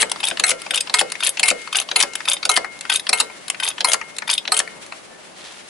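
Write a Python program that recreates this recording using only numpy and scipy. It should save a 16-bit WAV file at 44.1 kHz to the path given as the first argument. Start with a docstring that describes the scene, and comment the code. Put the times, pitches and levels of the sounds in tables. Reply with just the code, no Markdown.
"""A dirt drive: a steel trolley jack is pumped with nine down-strokes, close to a pair of microphones.
Its loose handle ticks in its socket, slams against it, slides and hits its stop with a thud; on the way
back the linkage scrapes and rattles. Noise-like contact forces excite damped steel modes; the frame rings
on over a quiet outdoor rush of filtered noise. A squeak follows, and a sleeve rustles at the end."""
import sys
import numpy as np
from scipy import signal
from scipy.fft import rfft, irfft, next_fast_len
from scipy.io import wavfile
from scipy.ndimage import uniform_filter1d, minimum_filter1d, map_coordinates

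SR = 44100
rng = np.random.default_rng(int(sys.argv[2]) if len(sys.argv) > 2 else 0)


def wav_out(sig):
    """Save sig, one row per channel (or a flat mono array), as 16-bit PCM at SR to the path in sys.argv[1]."""
    wavfile.write(sys.argv[1], SR, np.round(np.clip(np.atleast_2d(sig).T, -1, 1) * 32767).astype(np.int16))


N = 250929
T = np.arange(SR // 6) / SR  # time axis of one contact (s)

# The handle slams home and slides down to its stop:
# slam_s, stop_s, slam_db, slam_knock_db, slide_db, catch_db, stop_db, stop_sizzle_db, seat_db, thud_db,
# held_note_db
DOWN_STROKES = [(-.045, 0.0184, -3, -2, -20.5, -10, -5.5, -1, -7, -21, -31),
                (0.438, 0.5054, -3.5, 5.5, -18.5, -16, -9, 1.5, -10.5, -22, -32),
                (.9403, 1.0023, -2.5, 0.5, -18, -9.5, -10, 1.5, -9.5, -19, -27.5),
                (1.4313, 1.5017, -2.5, 4, -17.5, -7, -6.5, 0, -12, -18.5, -25),
                (1.9598, 2.025, -3, 0, -18.5, -4.5, -3.5, 0.5, -12, -21, -27),
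                (2.493, 2.564, -0.5, -0.5, -24, -28, -1.5, -7, -6.5, -19, -24.5),
                (3.1294, 3.2008, -3.5, 2, -28.5, -17, 6, -3, -18, -31, -31),
                (3.8456, 3.933, -3, 3.5, -21.5, -8, -4.5, 2, -11, -27, -28.5),
                (4.5198, 4.5912, -4, 0, -19.5, -26, -9.5, 6, -10, -25.5, -34.5)]
# Before a push the handle swings across the play in its socket: swing_s, level_db, sizzle_db
HANDLE_SWINGS = [(.3965, -6.5, -0.5), (0.8964, -13, -13), (1.3952, -8, 1), (1.913, -9, -15.5),
                 (2.4527, -7, -0.5), (3.0919, -6.5, 2), (3.8055, -9, -9), (4.4764, -11, -16)]
# The linkage takes up its slack, drags, breaks loose and snaps free:
# take_up_s, slip_s, snap_s, take_up_db, slip_db, snap_db, scrape_db
RETURN_PULLS = [(0.203, 0.2395, .286, -16, -8.5, -16.5, -37), (0.7084, 0.7452, .7735, -6.5, -7.5, -33, -37),
                (1.2051, 1.2348, 1.271, -14, -7, -11.5, -31.5),
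                (1.7282, 1.756, 1.8004, -10.5, -6.5, -16.5, -31.5),
                (2.2544, 2.2852, 2.3334, -16.5, -5, -14.5, -32.5),
                (2.8985, 2.9255, 2.9595, -2.5, -8.5, -13, -38), (3.6, 3.634, 3.6866, -11, -11, -16, -35.5),
                (4.2777, 4.3003, 4.338, -13.5, -6.5, -15.5, -38)]
# Modes of the pump linkage: frequency_hz, level_db, t60_s
LINKAGE_MODES = [(1530, -21, .09), (2550, -12, .025), (2850, -13, .02), (3120, -11, .035),
                 (3340, -17, .075), (3650, -6, .035), (4960, -15, .05), (6300, -22, .06), (6480, -22, .05),
                 (8460, -16, .06), (8950, -22, .05), (9790, -18, .06), (10300, -17, .05), (10600, -7, .045)]


def amp(db):
    """Decibel law: a level in dB becomes an amplitude ratio."""
    return 10 ** (np.asarray(db) / 20)


def unit(x):
    """Normalisation: x scaled to an rms of 1."""
    return x / np.sqrt(np.mean(x ** 2) + 1e-20)


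def along(points, hz):
    """Interpolation of (frequency_hz, value) points on a logarithmic frequency axis."""
    point_hz, value = np.transpose(points)
    return np.interp(np.log(hz + 1), np.log(point_hz + 1), value)


def filtered(x, response):
    """Linear filtering: the spectrum of x is multiplied by a response of frequency."""
    size = next_fast_len(x.shape[-1] + 8192)
    spectrum = rfft(x, size) * response(np.fft.rfftfreq(size, 1 / SR))
    return irfft(spectrum, size)[..., :x.shape[-1]]


def band(x, low_hz, high_hz):
    """Band limitation by a causal Butterworth band-pass."""
    sos = signal.butter(3, [low_hz, min(high_hz, .45 * SR)], 'band', fs=SR, output='sos')
    return signal.sosfilt(sos, x)


def add(track, s, sound):
    """Superposition: a sound is added to a track from time s on."""
    start = round(s * SR)
    part = sound[:, max(-start, 0):N - start]
    track[:, max(start, 0):][:, :part.shape[1]] += part


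def uneven(t, rate, points):
    """Random fluctuation: a smooth curve through `points` random values, `rate` of them per second."""
    return map_coordinates(rng.standard_normal(points), [t * rate], mode='wrap')


def pair(size, apart):
    """Partial coherence: white noise at two microphones, partly different at each."""
    return rng.standard_normal(size) + apart * rng.standard_normal((2, size))


def ring(modes, t):
    """Modal decay: damped modes of random strength, with own level and phase at each microphone."""
    hz, db, t60 = np.transpose(modes)
    common_db, own_db = 1.5 * rng.standard_normal(len(hz)), 1.5 * rng.standard_normal((2, len(hz)))
    strength = amp(db + common_db + own_db)
    phase = rng.uniform(0, 2 * np.pi, len(hz)) + .5 * rng.standard_normal((2, len(hz)))
    waves = np.exp(np.outer(2j * np.pi * hz - np.log(1000) / t60, t))
    return np.imag((strength * np.exp(1j * phase)) @ waves)


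def steel(modes, ring_db, crack_t60):
    """Impulse response of a steel part: a crack of dense, short modes and a few clear ones."""
    crack = pair(len(T), apart=0.71) * amp(-60 * T / crack_t60)
    return crack + amp(ring_db) * ring(modes, T)


def contacts(rows, modes, ring_db, crack_t60, chatter_s, chatter_db, lead_db,
             knock_db, clink_db, sizzle_db, hardening=0.58):
    """Impact excitation: each contact grazes in, taps and rebounds in a flurry that drives the modes.

    Columns of rows: contact_s, level_db, knock_db (low ringing), sizzle_db (high ringing)."""
    contact_s, level_db, knock, sizzle = np.transpose(rows)
    lead = T[round(.012 * SR)]  # grazing time ahead of the tap (s)
    t = T - lead
    after = np.maximum(t, 0)
    graze = (t < 0) * np.exp(-np.abs(t) / .0015)
    hits = []
    for brightness in np.maximum(sizzle + 6, 0):
        brevity = amp(-hardening * brightness)  # bright, hard contacts are over sooner
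        flurry = after * np.exp(-after / (chatter_s * brevity))
        grit = rng.standard_normal(len(t)) ** 3
        force = 1. * (t == 0)
        for shape, share_db in [(graze, lead_db), (flurry, chatter_db)]:
            burst = grit * shape
            force = force + amp(share_db) * burst / np.linalg.norm(burst)
        answer = steel(modes, ring_db - hardening * brightness, crack_t60 * brevity)
        hits.append(signal.fftconvolve(force[None], answer, axes=1)[:, :len(t)])
    hits = np.array(hits)
    sounds = 0
    # knock, clink and sizzle bands, each set to its own peak level
    for low_hz, high_hz, share_db in [(800, 2500, knock + knock_db), (2500, 4900, clink_db),
                                      (6200, 11800, sizzle + sizzle_db)]:
        part = band(hits, low_hz, high_hz)
        power = uniform_filter1d(part.mean(axis=1) ** 2, size=128)
        peak = np.sqrt(power.max(axis=1))
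        sounds = sounds + part * (amp(level_db + share_db) / peak)[:, None, None]
    track = np.zeros((2, N))
    for s, sound in zip(contact_s, sounds):
        add(track, s - lead, sound)
    return track


def friction(rows, modes, ring_db, grit_db, grit_rate, edge_s, colour):
    """Friction excitation: sliding steel catches in uneven little slips that keep its modes ringing.

    Columns of rows: start_s, end_s, level_db; of colour: frequency_hz, gain_db."""
    track = np.zeros((2, N))
    for start, end, db in rows:
        t = np.arange(max(round((end - start) * SR), SR // 100)) / SR
        grit = uneven(t, grit_rate, 256)
        stroke = np.clip(np.minimum(t, t[-1] - t) / edge_s, 0, 1)
        slips = rng.standard_normal(SR // 4)[:len(t)] * amp(grit_db * grit) * stroke
        ringing = signal.fftconvolve(slips[None], steel(modes, ring_db, crack_t60=0.032), axes=1)
        sound = filtered(ringing, lambda hz: amp(along(colour, hz)))
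        add(track, start, amp(db) * sound / sound[:, :len(t)].std())
    return track


def taps(pattern, s, db, sizzle_db=0):
    """Contact sequence: one movement at time s gives several delayed contacts."""
    return [(s + delay, db + level, knock, sizzle + sizzle_db) for delay, level, knock, sizzle in pattern]


def handle_clacks():
    """Play in a joint: the handle swings, catches, stops, seats, is lifted and falls back."""
    # A light touch, then a clack: delay_s, level_db, knock_db, sizzle_db
    swing_taps = [(-.0245, -6, -10.5, -17.5), (0, 2, -12.5, -4.5)]
    # A click as the handle is lifted, then its fall to the far side of the socket: click_s, fall_s, click_db
    lifts = [(0.116, 0.159, -8.5), (0.618, 0.663, -23), (1.1197, 1.153, -14), (1.6172, 1.674, -30),
             (2.154, 2.204, -12.5), (2.809, 2.8514, -19.5), (3.5002, 3.5447, -7), (4.1843, 4.221, -14.5),
             (4.8634, 4.922, -31.5)]
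    # A faint tick, then the click: delay_s, level_db, knock_db, sizzle_db
    lift_taps = [(-.0195, -10, -15, -3), (0, 0, -10, 0)]
    # Dull bounces off the stop on the slower strokes: bounce_s, level_db
    bounces = [(2.6449, -23), (3.2983, -36.5), (4.0127, -26.5), (4.6758, -29)]
    rows = []
    for s, db, sizzle_db in HANDLE_SWINGS:
        rows += taps(swing_taps, s, db, sizzle_db)
    # each row: contact_s, level_db, knock_db, sizzle_db
    for _, stop, _, _, _, catch_db, stop_db, stop_sizzle_db, seat_db, _, _ in DOWN_STROKES:
        rows.append((stop - .016, catch_db, -12, -6))
        rows.append((stop, stop_db, -15, stop_sizzle_db))
        rows.append((stop + .0085, seat_db, -2.5, -2.5))
    for click, fall, click_db in lifts:
        rows += taps(lift_taps, click, click_db)
        rows.append((fall, -23, 0, -15))  # always a soft, dull tap
    for s, db in bounces:
        rows.append((s, db, 6, -8))  # mostly knock
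    return rows


def down_stroke():
    """Impact and sliding friction: the handle takes up its play, slams home and slides to its stop."""
    # Modes of the handle tube and socket: frequency_hz, level_db, t60_s
    handle_modes = [(750, -23, .1), (990, -12, .04), (1255, -10, .05), (1430, -13, .03), (1525, -18, .06),
                    (1900, -16, .03), (2148, -17, .1), (2400, -9, .015), (2650, -10, .03), (3065, -23, .06),
                    (3900, 0, .022), (4160, 0, .028), (4450, -3, .02), (5010, -17, .06), (6288, -22, .07),
                    (8085, -9, .08), (8500, -19, .03), (8670, -24, .1), (9650, -18, .05), (9810, -14, .06),
                    (10600, -11, .065)]
    blows, slides = [], []
    for slam, stop, slam_db, knock_db, slide_db, *_ in DOWN_STROKES:
        blows.append((slam, slam_db, knock_db, -14))
        slides.append((slam + .018, stop + .0085, slide_db))  # until the handle seats
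    slams = contacts(blows, handle_modes, ring_db=2, crack_t60=.04, chatter_s=0.00021, chatter_db=-1.5,
                     lead_db=-14.5, knock_db=-10.5, clink_db=-3.5, sizzle_db=6.5)
    clacks = contacts(handle_clacks(), handle_modes, ring_db=-15.5, crack_t60=0.037, chatter_s=0.00037,
                      chatter_db=23, lead_db=10, knock_db=-4, clink_db=-9, sizzle_db=-7.5)
    slide = friction(slides, handle_modes, ring_db=-6.5, grit_db=9.5, grit_rate=241, edge_s=0.0066,
                     colour=[(60, -43), (200, -34), (400, -9.0), (700, 2), (1500, -6.5), (3200, 8.5),
                             (4200, -6.5), (8000, 3), (9600, 9), (11000, 6.5), (13000, -62)])
    return slams + clacks + slide


def note(pitch_hz=2147, rise_s=.005, damped_t60=0.041, beat_hz=5, twin_db=-13, free_db=-8.5, free_t60=1.5):
    """Damping and beats: one note sings until the stop damps it to a faint ring beating with a weak twin."""
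    track, t = np.zeros((2, N)), np.arange(SR) / SR
    for slam, stop, *_, held_db in DOWN_STROKES:
        since_stop = np.maximum(t - (stop - slam), 0)
        damped = -60 * since_stop / damped_t60
        free = free_db - 60 * since_stop / free_t60  # relative to the held note
        level = amp(held_db + np.maximum(damped, free))
        phase = 2 * np.pi * (pitch_hz * t + rng.uniform())
        twin = amp(twin_db) * np.sin(phase + 2 * np.pi * beat_hz * t)
        tone = (np.sin(phase) + twin) * level * (1 - np.exp(-t / rise_s))
        add(track, slam, np.array([tone, tone]))
    return track


def thuds():
    """Load transfer: the chassis is nudged at each stop, lightly at each swing and now and then between."""
    # The chassis settles on the ground between pushes: thud_s, level_db
    settling = [(.315, -25), (.714, -29.5), (4.923, -46), (5.109, -36)]
    stops = [(stop + .011, thud_db) for _, stop, *_, thud_db, _ in DOWN_STROKES]
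    swings = [(s + 0.00724, db - 20) for s, db, _ in HANDLE_SWINGS]
    return stops + swings + list(settling)


def frame(thud_db=-9, soil_db=-11, bump_db=-27, rumble_db=-40, rise_s=0.00047):
    """Modal ringing and soil damping: slams set the frame singing, the shifting load thumps the chassis."""
    # Long modes of the frame: frequency_hz, level_db, t60_s
    frame_modes = [(437, -24, .6), (740, -8, .2), (900, -14, .15), (1255, -20, .55), (1370, -17.5, .7),
                   (1540, -18, .55), (1860, -23, .7), (2562, -23, .6), (2900, -21, .7), (3045, -19, .6)]
    # Modes of the chassis, before each thud shifts its time scale: frequency_hz, level_db, t60_s
    chassis_modes = [(175.7, -9, 0.11), (250.5, -7, 0.11), (445.4, 0, 0.11), (509, 0, 0.1),
                     (593.6, 6, 0.059), (647, 2, 0.08)]
    scatter, glide, glide_s = .04, .3, .012
    track, t = np.zeros((2, N)), np.arange(SR) / SR
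    swell = 1 - np.exp(-t / rise_s)
    for slam, *_ in DOWN_STROKES:
        add(track, slam, amp(-19) * ring(frame_modes, t) * swell)
        bump = unit(band(pair(len(T), apart=0.13), 137, 1300))
        add(track, slam, amp(bump_db) * bump * amp(-60 * T / 0.02))
    for s, db in thuds():
        soil = amp(soil_db - 60 * t / .1) * unit(band(pair(SR, apart=0.15), 332, 730))
        rumble = amp(rumble_db - 60 * t / 0.38) * unit(band(pair(SR, apart=0.73), 6, 76))
        # each thud has its own pitch, starts higher and sinks as the soil gives
        pitch_ratio = 1 + scatter * rng.standard_normal()
        sinking = pitch_ratio * (t + glide * glide_s * (1 - np.exp(-t / glide_s)))
        chassis = amp(thud_db) * ring(chassis_modes, sinking)
        add(track, s, amp(db) * (chassis + soil + rumble) * swell)
    return track


def yard(x, delay_s=0.0065):
    """Diffuse reflection: the car's side and the ground scatter a short, dull echo."""
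    # Decay time of the echo: frequency_hz, t60_s
    decay = [(200, 0.28), (800, 0.18), (2500, 0.058), (10000, 0.27)]
    # Colour of the echo: frequency_hz, gain_db
    echo_colour = [(150, -9.5), (450, 13), (900, -1), (2500, 0.5), (10000, -17.5)]
    hz, t, z = signal.stft(rng.standard_normal((2, SR // 2)), SR, nperseg=256)
    fading = z * amp(-60 * t / along(decay, hz)[:, None])
    tail = signal.istft(fading, SR, nperseg=256)[1]
    tail = np.pad(tail / np.linalg.norm(tail[0]), ((0, 0), (round(delay_s * SR), 0)))
    echo = signal.fftconvolve(x.mean(axis=0)[None], tail, axes=1)[:, :N]
    return filtered(echo, lambda hz: amp(along(echo_colour, hz)))


def air(low_db=-6.5, hiss_db=-2.5, flutter_db=2.1, lean_db=1):
    """Broadband noise of low coherence: a quiet outdoor rush whose hiss swells and flutters."""
    # Spectrum shape of the rush: frequency_hz, relative_density_db
    spectrum = [(18, -79), (30, -24), (108, -18), (178, -8), (257, -9), (373, -6.5), (477, -9), (611, -4.5),
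                (658, -8), (1110, -11.5), (6230, -23.5), (11000, -24.5), (14300, -90), (22000, -120)]
    # Course of the rush, before the overall levels low_db and hiss_db: time_s, murmur_db, hiss_db
    course = [(0, -34.5, -36.5), (1.5, -39, -38), (3, -37, -41), (4.602, -38, -41.5), (4.8, -35.5, -39.5),
              (5.0, -38.5, -40.5), (5.25, -38, -42.5), (5.69, -39.5, -39.5)]
    # Correlation between left and right: frequency_hz, correlation
    likeness = [(60, 0.027), (250, 0.011), (900, 0.028), (3000, 0.088), (10000, 0.02)]

    def mid_side(hz):
        """Splits the spectrum so that left and right have the given correlation."""
        turn = np.arccos(np.clip(along(likeness, hz), -1, 1)) / 2
        return amp(along(spectrum, hz)) * [np.cos(turn), np.sin(turn)]

    mid, side = filtered(rng.standard_normal((2, N)), mid_side)
    noise = np.array([mid + side, mid - side]) * amp([[lean_db], [-lean_db]])
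    t = np.arange(N) / SR
    s, murmur_course, hiss_course = np.transpose(course)
    flutter = flutter_db * uneven(t, 40, 512)
    murmur = unit(band(noise, 20, 1700)) * amp(np.interp(t, s, murmur_course) + low_db)
    hiss = unit(band(noise, 1700, 12000)) * amp(np.interp(t, s, hiss_course) + hiss_db + flutter)
    return murmur + hiss


def linkage_rattles():
    """Slack in a linkage: on a return it knocks, slips, snaps free and clinks at the top."""
    # A slip catches, clinks, ticks brightly and clinks again: delay_s, level_db, knock_db, sizzle_db
    slip_taps = [(-.008, -6.5, -2, -23.5), (0, 2, -27, -8.5), (.0135, -15, -14, 13.5),
                 (.031, 1, -21.5, -12.5)]
    # Clinks at the top of the stroke: clink_s, level_db, knock_db, sizzle_db
    top_clinks = [(.3117, -11, -5, -30), (.8084, -10, -24, 1), (1.2924, -14, -15, 9.5),
                  (1.8203, -20, -8, -6), (2.3668, -16, -12, -25), (2.9966, -13, -13, -7),
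                  (3.713, -21.5, -10, -30), (4.3795, -5, -35, -14.5)]
    rows = []
    for take_up, slip, snap, take_up_db, slip_db, snap_db, _ in RETURN_PULLS:
        rows.append((take_up, take_up_db, -7.5, -9.5))
        rows += taps(slip_taps, slip, slip_db)
        rows.append((snap, snap_db, -24, 7))
    return rows + list(top_clinks)


def scrapes():
    """Stick and slip: drag from just before a slip to just after the snap (start_s, end_s, level_db)."""
    return [(slip - .01, snap + .016, db) for _, slip, snap, *_, db in RETURN_PULLS]


def return_stroke():
    """Impact and friction: the linkage rattles and drags on the way back."""
    rattles = contacts(linkage_rattles(), LINKAGE_MODES, ring_db=5.5, crack_t60=0.032, chatter_s=0.0005,
                       chatter_db=-1.0, lead_db=-2.0, knock_db=-5, clink_db=-8.5, sizzle_db=-7.0)
    scrape = friction(scrapes(), LINKAGE_MODES, ring_db=0.0, grit_db=8.0, grit_rate=193.3, edge_s=0.006,
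                      colour=[(60, -42), (200, -39), (400, 6.5), (1200, 10.5), (3000, 7.5),
                              (5800, -11), (8500, -6.5), (10800, -3.5), (13000, -57)])
    return rattles + scrape


def loose_pins(count=6, level_db=-19, spread_db=1.5, knock_db=-9, sizzle_db=-5):
    """Irregular impacts: while the linkage drags, its slack pivot pins chatter at an uneven pace."""
    rows = []
    for start, end, _ in scrapes():
        times = start + (end - start) * (np.arange(count) + rng.uniform(size=count)) / count
        for s, (size, bright) in zip(times, rng.standard_normal((count, 2))):
            rows.append((s, level_db + spread_db * size, knock_db, spread_db * bright + sizzle_db))
    return contacts(rows, LINKAGE_MODES, ring_db=-2, crack_t60=0.02, chatter_s=0.0007, chatter_db=9,
                    lead_db=0, knock_db=-5, clink_db=-6, sizzle_db=-6)


def squeak(start_s=5.09, length_s=0.11, pitch_hz=1750, glide_hz=45, level_db=-47):
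    """Frequency modulation: a faint, wavering, slightly rising squeak after the last stroke."""
    t = np.arange(round(length_s * SR)) / SR
    waver_hz = 18 * uneven(t, 120, 64)
    phase = 2 * np.pi * np.cumsum(pitch_hz + glide_hz * t / length_s + waver_hz) / SR
    tone = amp(level_db) * np.sin(phase) * np.sin(np.pi * t / length_s)
    track = np.zeros((2, N))
    add(track, start_s, np.tile(tone, (2, 1)))
    return track


def rustle(grain_db=3, grain_rate=300):
    """Granular friction noise: a sleeve rustles softly as the arm moves away."""
    # Level of the shifting cloth: time_s, level_db
    swell = [(5.25, -67), (5.38, -45), (5.43, -42), (5.455, -35.5), (5.48, -40.5), (5.6, -48.5),
             (5.69, -57)]
    # Spectrum shape of the cloth: frequency_hz, relative_density_db
    cloth_colour = [(100, -28), (600, -1), (2000, -0.5), (3500, 3.5), (5500, -3), (11000, -11.5),
                    (13000, -42)]
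    t = np.arange(N) / SR
    grain = uneven(t, grain_rate, 4096)
    cloth = filtered(pair(N, apart=1) * amp(grain_db * grain), lambda hz: amp(along(cloth_colour, hz)))
    return unit(cloth) * amp(np.interp(t, *np.transpose(swell)))


def scene():
    """Interchannel level difference: the jack stands a little to the left, amid its echo and the air."""
    # Level difference of the direct sound: frequency_hz, left_minus_right_db
    lean = [(100, 16), (500, 9), (1100, 2.5), (2200, 10.5), (4000, 1.1), (8000, 2), (11000, 4)]
    jack = down_stroke() + return_stroke() + loose_pins() + frame() + note()
    direct = filtered(jack, lambda hz: amp(np.outer([.5, -.5], along(lean, hz))))
    return direct + amp(-6) * yard(jack) + air() + squeak() + rustle()


def record(dry, ceiling=1.0, top_hz=10950):
    """Limiting and band limitation: a fast gain holds down the highest peaks before a steep low-pass."""
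    needed = np.minimum(1, ceiling / (np.abs(dry) + 1e-9))
    gain = uniform_filter1d(minimum_filter1d(needed, size=65), size=65)
    return filtered(dry * gain, lambda hz: 1 / np.sqrt(1 + (hz / top_hz) ** 110))


dry = scene()
out = record(dry)
wav_out(out)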